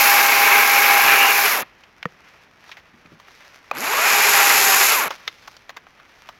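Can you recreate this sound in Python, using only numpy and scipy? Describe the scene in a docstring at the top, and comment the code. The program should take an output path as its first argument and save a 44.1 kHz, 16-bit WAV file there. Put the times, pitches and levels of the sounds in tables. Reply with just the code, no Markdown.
"""A battery chainsaw whines at full speed overhead in a wood, bites through shrub stems and brakes.
It runs again at waist height. Chain links strike sprocket and bar: a whine at the link rate, a rattle in
the housing and a steel sizzle that breaks into single ticks as the chain slows. After each run a jacket
and dry leaves rustle, twigs snap and something knocks. Trunks return a thin echo."""
import sys
import numpy as np
from scipy import signal
from scipy.fft import rfft, irfft
from scipy.io import wavfile
from scipy.ndimage import uniform_filter1d, minimum_filter1d, map_coordinates

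SR = 44100
rng = np.random.default_rng(int(sys.argv[2]) if len(sys.argv) > 2 else 0)


def unload_audio(sound):
    """Save the sound as a 16-bit wav file, at the path given as the first command line argument."""
    columns = np.transpose(np.atleast_2d(sound))
    # keep every value between -1 and 1, then stretch to whole-number steps
    steps = np.round(np.clip(columns, -1, 1) * 32767)
    wavfile.write(sys.argv[1], SR, steps.astype(np.int16))


N = 281780
T = np.arange(N) / SR

# spectra: (frequency [Hz], level [dB])
AIR_SPECTRUM = [(12, -25.5), (25, -4.5), (160, -3), (300, -6), (2000, -11), (5000, -55)]
CLOTH_SPECTRUM = [(100, -25), (300, -12.5), (1200, -3.5), (2400, -3), (3300, -12), (7000, -44)]
LEAF_SPECTRUM = [(1500, -20), (3400, 4.5), (5900, 1.5), (8200, -17), (12400, -12.5), (15700, -20.5)]
TWIG_SPECTRUM = [(150, -20), (600, 5), (3000, -0.5), (6500, -8), (8500, -27), (12000, -17.5), (16000, -18)]
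SHUDDER_SPECTRUM = [(25, -47), (110, -1.5), (220, -1), (550, -4), (900, -13)]
HOUSING_SPECTRUM = [(50, -44.5), (250, -15), (365, -12.5), (415, -6), (480, -8.5), (680, -5), (850, 0),
                    (1150, 1.5), (1850, 0.5), (2550, 3), (3200, -10), (4500, -13.5), (8000, -78.5)]
SIZZLE_SPECTRA = [
    [(1500, -34), (3200, -10), (5500, -4.5), (6900, -7), (8600, -19.5), (11400, -5), (12600, -5),
     (14300, -6), (15700, -12)],
    [(1500, -27.5), (3200, -6), (5100, -3), (5800, -3.5), (7000, 0), (8700, -14.5), (10100, -8.5),
     (11700, -0.5), (15700, -18)],
]  # overhead, then waist height
SOIL_SPECTRUM = [(40, -18), (110, 1), (220, 4), (500, -9), (2000, -46)]
ECHO_SPECTRUM = [(200, 2.5), (1500, -3), (3000, 3), (9000, -22)]
# footfalls: (time [s], level [dB])
STEPS = [(2.94, -50), (3.053, -49), (3.12, -45)]
# body movements: (time [s], half length [s], cloth [dB], leaves [dB])
MOVES = [(2.32, 0.094, -51, -62), (2.682, 0.048, -48.5, -55), (3.434, 0.14, -50, -56),
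         (3.688, .05, -52.5, -60), (5.125, 0.026, -39.5, -44), (5.217, 0.1, -48, -54),
         (5.452, 0.1, -52.5, -54), (5.998, 0.033, -52, -67.5), (6.275, 0.17, -53.5, -61)]
# breaking twigs: (time [s], relative level [dB], ring [Hz], t60 [s], broadband crack [dB])
SNAPS = [(1.836, -33, 2800, 0.053, -13), (2.028, -15, 2270, 0.021, -18), (2.693, -30.5, 1020, .025, -10),
         (2.715, -24, 2560, 0.082, -19), (2.769, -28, 1900, 0.13, -8), (3.059, -31, 2120, .027, -21),
         (3.199, -31.5, 1490, 0.029, -1), (3.283, -30, 1500, 0.038, -5), (5.106, -12.5, 1107, 0.044, -10),
         (5.277, -9.5, 3300, 0.026, -16), (5.478, -22, 1050, 0.028, -8), (5.567, -29, 4500, .015, -10),
         (5.694, -19, 1600, 0.035, -6), (5.703, -27, 1300, .035, -8), (5.765, -27, 950, .03, -10),
         (5.769, -19.5, 1400, 0.04, -9), (5.868, -28.5, 1130, 0.03, -25), (5.999, -31, 1500, .025, -16),
         (6.289, -20, 1100, 0.036, -8)]
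# impact modes: (frequency [Hz], level [dB], t60 [s])
HOLLOW_MODES = [(169, -16, 0.042), (482, -19, 0.042), (1220, -14, 0.013), (1290, -16, 0.013),
                (1820, -15, 0.021)]
DRIVE_MODES = [(533, -19, 0.033), (820, -9, 0.019), (1170, -2.5, 0.013), (2500, -9, 0.017)]  # drive takes up the chain
CLACK_MODES = [(458, -37, .04), (969, -34, .04), (1292, -24, .03), (2067, -22, .04), (3714, -25, .04)]  # wood hits the saw
# rings of cover, bar and chain: (frequency [Hz], width [Hz], overhead [dB], waist height [dB])
STEEL_RINGS = [(417, 40, -40, -39.5), (1049, 69, -31.5, -45.5), (1618, 190, -28, -35),
               (5180, 140, -46.5, -35), (7000, 170, -44.5, -36)]
# singing bar, one curve per ring: (time [s], pitch [Hz], level [dB])
BAR_CURVES = [
    [(0, 2220, -26), (.55, 2230, -20), (.95, 2260, -21.5), (1.15, 2370, -19), (1.46, 2320, -29)],
    [(.9, 2680, -32), (1.25, 2780, -19), (1.33, 2680, -25)],
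    [(4.02, 2100, -26), (4.08, 2400, -23.5), (4.14, 2440, -27), (4.21, 2270, -23), (4.28, 2130, -32)],
]
# stem bites: (time [s], half length [s], link rate drag [Hz], chatter [Hz], chatter [dB], shudder [dB])
BITES = [(1.07, .03, 7.45, 1470, -33.5, -36), (1.142, .02, 30.1, 1600, -14, -40),
         (1.248, .014, 48, 1040, -18.5, -44), (4.357, .018, 23.5, 1820, -21, -37),
         (4.59, .04, 28, 1290, -38, -38.5), (4.684, 0.024, 28, 1850, -23, -42),
         (4.735, .022, 34, 1000, -25, -37)]
# chain in the wood: (start [s], end [s], rattle and whine boost [dB])
CUTS = [(-.1, 1.306, 2), (4.33, 4.77, 1.5)]
# sizzle as the bar turns towards or away from the listener: (time [s], gain [dB])
BAR_FACING = [(0, 4.5), (.3, 0.5), (1.3, -.5), (1.55, 1.5), (3.8, -1), (3.95, -4.5), (4.36, 1), (4.9, 2),
              (5.07, -3.5)]
# bright band of the sizzle: (time [s], level at full speed [dB])
SHIMMER = [(0, -24), (.25, -33), (1.1, -27), (1.3, -34), (1.6, -22), (3.9, -36), (4.5, -27), (5.03, -23)]
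# whine: (multiple of the cutter rate, full speed [dB], climbing [dB], coasting [dB]); 2 links per cutter
WHINE_PARTIALS = [(1, -14, -24, -18), (2, 1.5, -3, -7), (4, -6, -2.5, -4.5), (6, -12, -8, -3),
                  (8, -28, -10, -3)]
# trigger pulls: (on [s], off [s], coast [s], rattle [dB], sizzle [dB], whine [dB], coasting lift [dB])
RUNS = [(-.5, 1.42, .236, -18.5, -20.5, -25.5, 0), (3.7126, 4.85, .265, -18.3, -19, -27, 0)]

FULL_LINK_HZ, CLIMB_HZ_PER_S, CHAIN_LINKS = 809.3, 2200, 56
BRAKE_EXP, INERTIA_S, SLACKEN_S = 1.4, .025, .05
STALL_SHARE, SIZZLE_MIN_SHARE = .18, .06  # of full speed
# amplitude ~ speed ** exponent; a loose, coasting chain rattles longer
RATTLE_EXP, COAST_RATTLE_EXP, SIZZLE_EXP, WHINE_EXP = .55, .34, .94, .38
WHINE_HOUSING_SHARE, GROWL_DB_PER_HZ = .6, .22
AIR_DB, CLOTH_FLOOR_DB, LEAF_FLOOR_DB, ECHO_DB = -58.5, -55.5, -64, -33
LOWPASS_HZ, LIMIT_DB = 15850, -1.7


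def undb(db):
    """Decibels to gain."""
    return 10 ** (np.asarray(db) / 20)


def unit(x):
    """Scale to rms 1."""
    return x / np.sqrt(np.mean(x ** 2) + 1e-18)


def colour(x, spectrum):
    """Causal filter with a (Hz, dB) response, built from its cepstrum."""
    hz, db = np.transpose(spectrum)
    bins_hz = np.fft.rfftfreq(4096, 1 / SR)
    cepstrum = irfft(np.log(undb(np.interp(np.log(bins_hz + 1), np.log(hz), db))))
    fold = np.r_[1, np.full(len(bins_hz) - 2, 2), 1, np.zeros(len(bins_hz) - 2)]
    return signal.fftconvolve(x, irfft(np.exp(rfft(cepstrum * fold))))[:len(x)]


def noise(n=N):
    """White noise."""
    return rng.standard_normal(n)


def walk(rate_hz):
    """Slow random drift, rms 1."""
    step = int(SR / rate_hz)
    return unit(uniform_filter1d(noise()[np.arange(N) // step], step))


def narrow(hz, width_hz):
    """Noisy resonance; the centre may move."""
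    baseband = signal.sosfilt(signal.butter(2, width_hz / 2, fs=SR, output="sos"), noise() + 1j * noise())
    return unit(np.real(baseband * np.exp(2j * np.pi * np.cumsum(hz + np.zeros(N)) / SR)))


def swell(at_s, half_s):
    """Gaussian rise and fall."""
    return np.exp(-((T - at_s) / half_s) ** 2 / 2)


def held(start_s, end_s, fade_s=.03):
    """Soft-edged gate."""
    return np.clip(np.minimum(T - start_s, end_s - T) / fade_s + .5, 0, 1)


def steady(envelope):
    """Even out the slow level, keep the ticks."""
    return envelope / np.sqrt(uniform_filter1d(envelope ** 2, size=1300) + 1e-9)


def add(out, at_s, sound):
    """Mix in place."""
    start = int(at_s * SR)
    out[start:start + len(sound)] += sound[:N - start]


def woodland_air():
    """Still air: a low, even hush."""
    return undb(AIR_DB) * unit(colour(noise(), AIR_SPECTRUM))


def trunk_echo(x, t60_s=.53):
    """Trunks scatter a thin, dull echo."""
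    t = T[:SR // 2]
    echo = colour(noise(len(t)) * undb(-60 * t / t60_s) * (t > .015), ECHO_SPECTRUM)
    return undb(ECHO_DB) * signal.fftconvolve(x, echo / np.linalg.norm(echo))[:N]


def footfalls(decay_s=.032):
    """Boots thud on soft soil."""
    envelope, t = np.zeros(N), T[:SR // 4]
    for at_s, db in STEPS:
        add(envelope, at_s, undb(db) * np.exp(-t / decay_s))
    return envelope * unit(colour(noise(), SOIL_SPECTRUM))


def rustle(flutter_db=1.3):
    """Sliding cloth swishes; dry leaves crackle in tiny, uneven grains."""
    sparse = noise() * (rng.random(N) < .025)
    grains = unit(sparse * undb(4 * rng.exponential(size=N).clip(max=3.5)))
    cloth = unit(colour(noise() + .73 * grains, CLOTH_SPECTRUM)) * undb(flutter_db * walk(45))
    leaves = unit(colour(noise() + grains, LEAF_SPECTRUM)) * undb(flutter_db * walk(33))
    cloth_power, leaf_power = undb(CLOTH_FLOOR_DB) ** 2, undb(LEAF_FLOOR_DB) ** 2
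    for at_s, half_s, cloth_db, leaf_db in MOVES:
        cloth_power += (undb(cloth_db) * swell(at_s, half_s)) ** 2
        leaf_power += (undb(leaf_db) * swell(at_s, half_s)) ** 2
    return cloth * np.sqrt(cloth_power) + leaves * np.sqrt(leaf_power)


def twig_snaps(trim_db=-10.5):
    """Fibres break in a burst with one broad ring and a faint tail of leaves."""
    out, t = np.zeros(N), T[:SR // 4]
    for at_s, db, ring_hz, t60_s, crack_db in SNAPS:
        envelope = undb(-60 * t / t60_s) + undb(-36 - 220 * t)
        fibres = noise(len(t)) * undb(4.5 * noise(len(t)))
        burst = colour(fibres * envelope, TWIG_SPECTRUM)
        ring = signal.lfilter(*signal.iirpeak(ring_hz, Q=1.8, fs=SR), burst)
        snap = ring + undb(crack_db) * burst
        peak_rms = np.sqrt(uniform_filter1d(snap ** 2, size=176).max())
        add(out, at_s, undb(db + trim_db) * snap / peak_rms)
    return out


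def knock(modes, at_s, contact_s, crack_db):
    """A short, rough contact rings damped modes; a small body radiates no deep bass."""
    out, t = np.zeros(N), T[:SR // 8]
    ring = sum(undb(db - 60 * t / t60_s) * np.cos(2 * np.pi * hz * t) for hz, db, t60_s in modes)
    crack = colour(noise(len(t)) * np.exp(-t / .0027), TWIG_SPECTRUM)
    add(out, at_s, ring * (1 - np.exp(-t / contact_s)) ** 2 + undb(crack_db) * crack)
    return signal.sosfilt(signal.butter(2, modes[0][0] / 2, "highpass", fs=SR, output="sos"), out)


def motor_speed(on_s, off_s, coast_s):
    """Share of full speed: even climb, governed hold, a brake that grips ever harder."""
    climb = np.clip((T - on_s) * CLIMB_HZ_PER_S / FULL_LINK_HZ, 0, 1)
    coast = 1 - np.clip((T - off_s) / coast_s, 0, 1) ** BRAKE_EXP
    stall = np.clip(2 * coast / STALL_SHARE - 1, 0, 1) ** 2
    return climb * coast * stall


def sag_hz():
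    """Link rate lost to the bites, lagged by motor inertia."""
    drag = sum(drag_hz * swell(at_s, half_s) for at_s, half_s, drag_hz, *_ in BITES)
    pole = np.exp(-1 / (INERTIA_S * SR))
    return signal.lfilter([1 - pole], [1, -pole], drag)


def steel_rings():
    """The running chain keeps steel parts ringing; levels differ by stance."""
    speeds = [motor_speed(*run[:3]) for run in RUNS]
    out = 0
    for hz, width_hz, *stance_db in STEEL_RINGS:
        out += narrow(hz, width_hz) * sum(undb(db) * speed ** 2 for db, speed in zip(stance_db, speeds))
    return out


def bar_song():
    """The bar sings as it is pressed and twisted."""
    out = 0
    for curve in BAR_CURVES:
        times_s, hz, db = np.transpose(curve)
        envelope = undb(np.interp(T, times_s, db)) * held(times_s[0], times_s[-1])
        out += envelope * narrow(np.interp(T, times_s, hz), width_hz=210)
    return out


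def stem_bites():
    """At each bite the stem chatters on every fourth link and the saw shudders."""
    shudder = unit(colour(noise(), SHUDDER_SPECTRUM))
    links = np.cumsum(FULL_LINK_HZ - sag_hz()) / SR
    tugs = unit(1 + np.cos(2 * np.pi * links / 4))
    out = 0
    for at_s, half_s, _, chatter_hz, chatter_db, shudder_db in BITES:
        chatter = tugs * narrow(chatter_hz, width_hz=130)
        out += swell(at_s, half_s) * (undb(chatter_db) * chatter + undb(shudder_db) * shudder)
    return out


def link_strikes(links, link_hz, decay_s=.0008, plain_db=-1.5, wear_db=.5, scatter_db=2):
    """Impact envelope: cutters hit harder than plain links; worn links return each lap."""
    link = links.astype(int)
    wear, scatter = noise(CHAIN_LINKS), noise()
    strike_db = plain_db * (link % 2) + wear_db * wear[link % CHAIN_LINKS] + scatter_db * scatter[link]
    age_s = (links % 1) / link_hz
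    return undb(strike_db) * np.exp(-age_s / decay_s)


def trunk_bounce(x):
    """The nearest trunk mirrors the treble; the path shifts as the saw moves."""
    lag_s = .0022 + .000311 * np.sin(2 * np.pi * (.4 * T + rng.random()))
    return x + .25 * map_coordinates(x, [np.arange(N) - lag_s * SR], order=3)


def chain_sizzle(strikes, speed, spectrum, level_db):
    """Bare steel follows each strike; the slowest links hit too softly to sizzle."""
    ticks = steady(strikes + .14)
    hiss = unit(trunk_bounce(colour(noise() * ticks, spectrum)))
    hiss *= undb(level_db + np.interp(T, *np.transpose(BAR_FACING)))
    shimmer = ticks * narrow(11700, width_hz=1500) * undb(np.interp(T, *np.transpose(SHIMMER)))
    force = np.maximum(speed - SIZZLE_MIN_SHARE, 0) / (1 - SIZZLE_MIN_SHARE)
    return (hiss + shimmer) * force ** SIZZLE_EXP


def housing_rattle(strikes, links, speed, off_s):
    """The housing rings on and blurs the strikes; the worn chain's clatter repeats each lap."""
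    lap_samples = int(CHAIN_LINKS * SR / FULL_LINK_HZ)
    lap_index = (links / CHAIN_LINKS % 1 * lap_samples).astype(int)
    clatter = noise() + .56 * speed ** 2 * noise()[lap_index]
    rattle = unit(colour(clatter * steady(strikes + .86), HOUSING_SPECTRUM)) * undb(1.4 * walk(60))
    dull = signal.sosfiltfilt(signal.butter(2, 1300, fs=SR, output="sos"), rattle)
    treble = (rattle - dull) * speed ** .3  # slow links sound duller
    return (dull + treble) * speed ** np.where(T < off_s, RATTLE_EXP, COAST_RATTLE_EXP)


def chain_whine(links, link_hz, speed, off_s, lift_db):
    """A taut chain favours the link rate; a slack one slaps out its overtones."""
    housing_hz, housing_db = np.transpose(HOUSING_SPECTRUM)
    coasting = np.clip((T - off_s) / SLACKEN_S + .5, 0, 1)
    climbing = np.clip((1 - speed) / .15, 0, 1) * (1 - coasting)
    tone = 0
    for k, full_db, climb_db, coast_db in WHINE_PARTIALS:
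        db = full_db * (1 - climbing - coasting) + climb_db * climbing + (coast_db + lift_db) * coasting
        db += WHINE_HOUSING_SHARE * np.interp(np.log(k * link_hz / 2), np.log(housing_hz), housing_db)
        if k == 1:  # cutter-rate growl swells as the motor sags
            db += GROWL_DB_PER_HZ * sag_hz()
        flutter_db = 2.2 * walk(25) + 2 * walk(140)
        wobble_rad = (.08 + .1 * climbing + .07 * coasting) * walk(70)
        tone += undb(db + flutter_db) * np.sin(k * (np.pi * links + wobble_rad))
    return np.sqrt(2) * tone * speed ** WHINE_EXP


def chainsaw(run, sizzle_spectrum):
    """One trigger pull; the link rate drives sizzle, rattle and whine."""
    on_s, off_s, coast_s, rattle_db, sizzle_db, whine_db, lift_db = run
    speed = motor_speed(on_s, off_s, coast_s)
    link_hz = np.maximum(speed * (FULL_LINK_HZ - sag_hz()), 20)
    links = np.cumsum(link_hz) / SR
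    strikes = link_strikes(links, link_hz)
    sizzle = chain_sizzle(strikes, speed, sizzle_spectrum, sizzle_db)
    rattle = undb(rattle_db) * housing_rattle(strikes, links, speed, off_s)
    whine = undb(whine_db) * chain_whine(links, link_hz, speed, off_s, lift_db)
    cut_db = sum(db * held(start_s, end_s) for start_s, end_s, db in CUTS)
    return sizzle + (rattle + whine) * undb(cut_db)


def scene():
    """Saw, handling and footing over woodland air, alike in both ears."""
    saw = sum(chainsaw(run, spectrum) for run, spectrum in zip(RUNS, SIZZLE_SPECTRA))
    knocks = (knock(HOLLOW_MODES, at_s=2.055, contact_s=.00016, crack_db=-27.5)
              + knock(DRIVE_MODES, at_s=3.7125, contact_s=.00075, crack_db=-18)
              + knock(CLACK_MODES, at_s=5.2775, contact_s=.0002, crack_db=-36))
    near = saw + steel_rings() + bar_song() + stem_bites() + twig_snaps() + knocks
    return np.tile(near + woodland_air() + trunk_echo(near) + rustle() + footfalls(), (2, 1))


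def record(dry):
    """Peak limiter between two steep low-passes."""
    lowpass = signal.ellip(12, .2, 80, LOWPASS_HZ, fs=SR, output="sos")
    x = signal.sosfilt(lowpass, dry)
    gain = np.minimum(1, undb(LIMIT_DB) / (np.abs(x) + 1e-9))
    smooth_gain = uniform_filter1d(minimum_filter1d(gain, size=133), size=133)
    return signal.sosfilt(lowpass, x * smooth_gain)


dry = scene()
out = record(dry)
unload_audio(out)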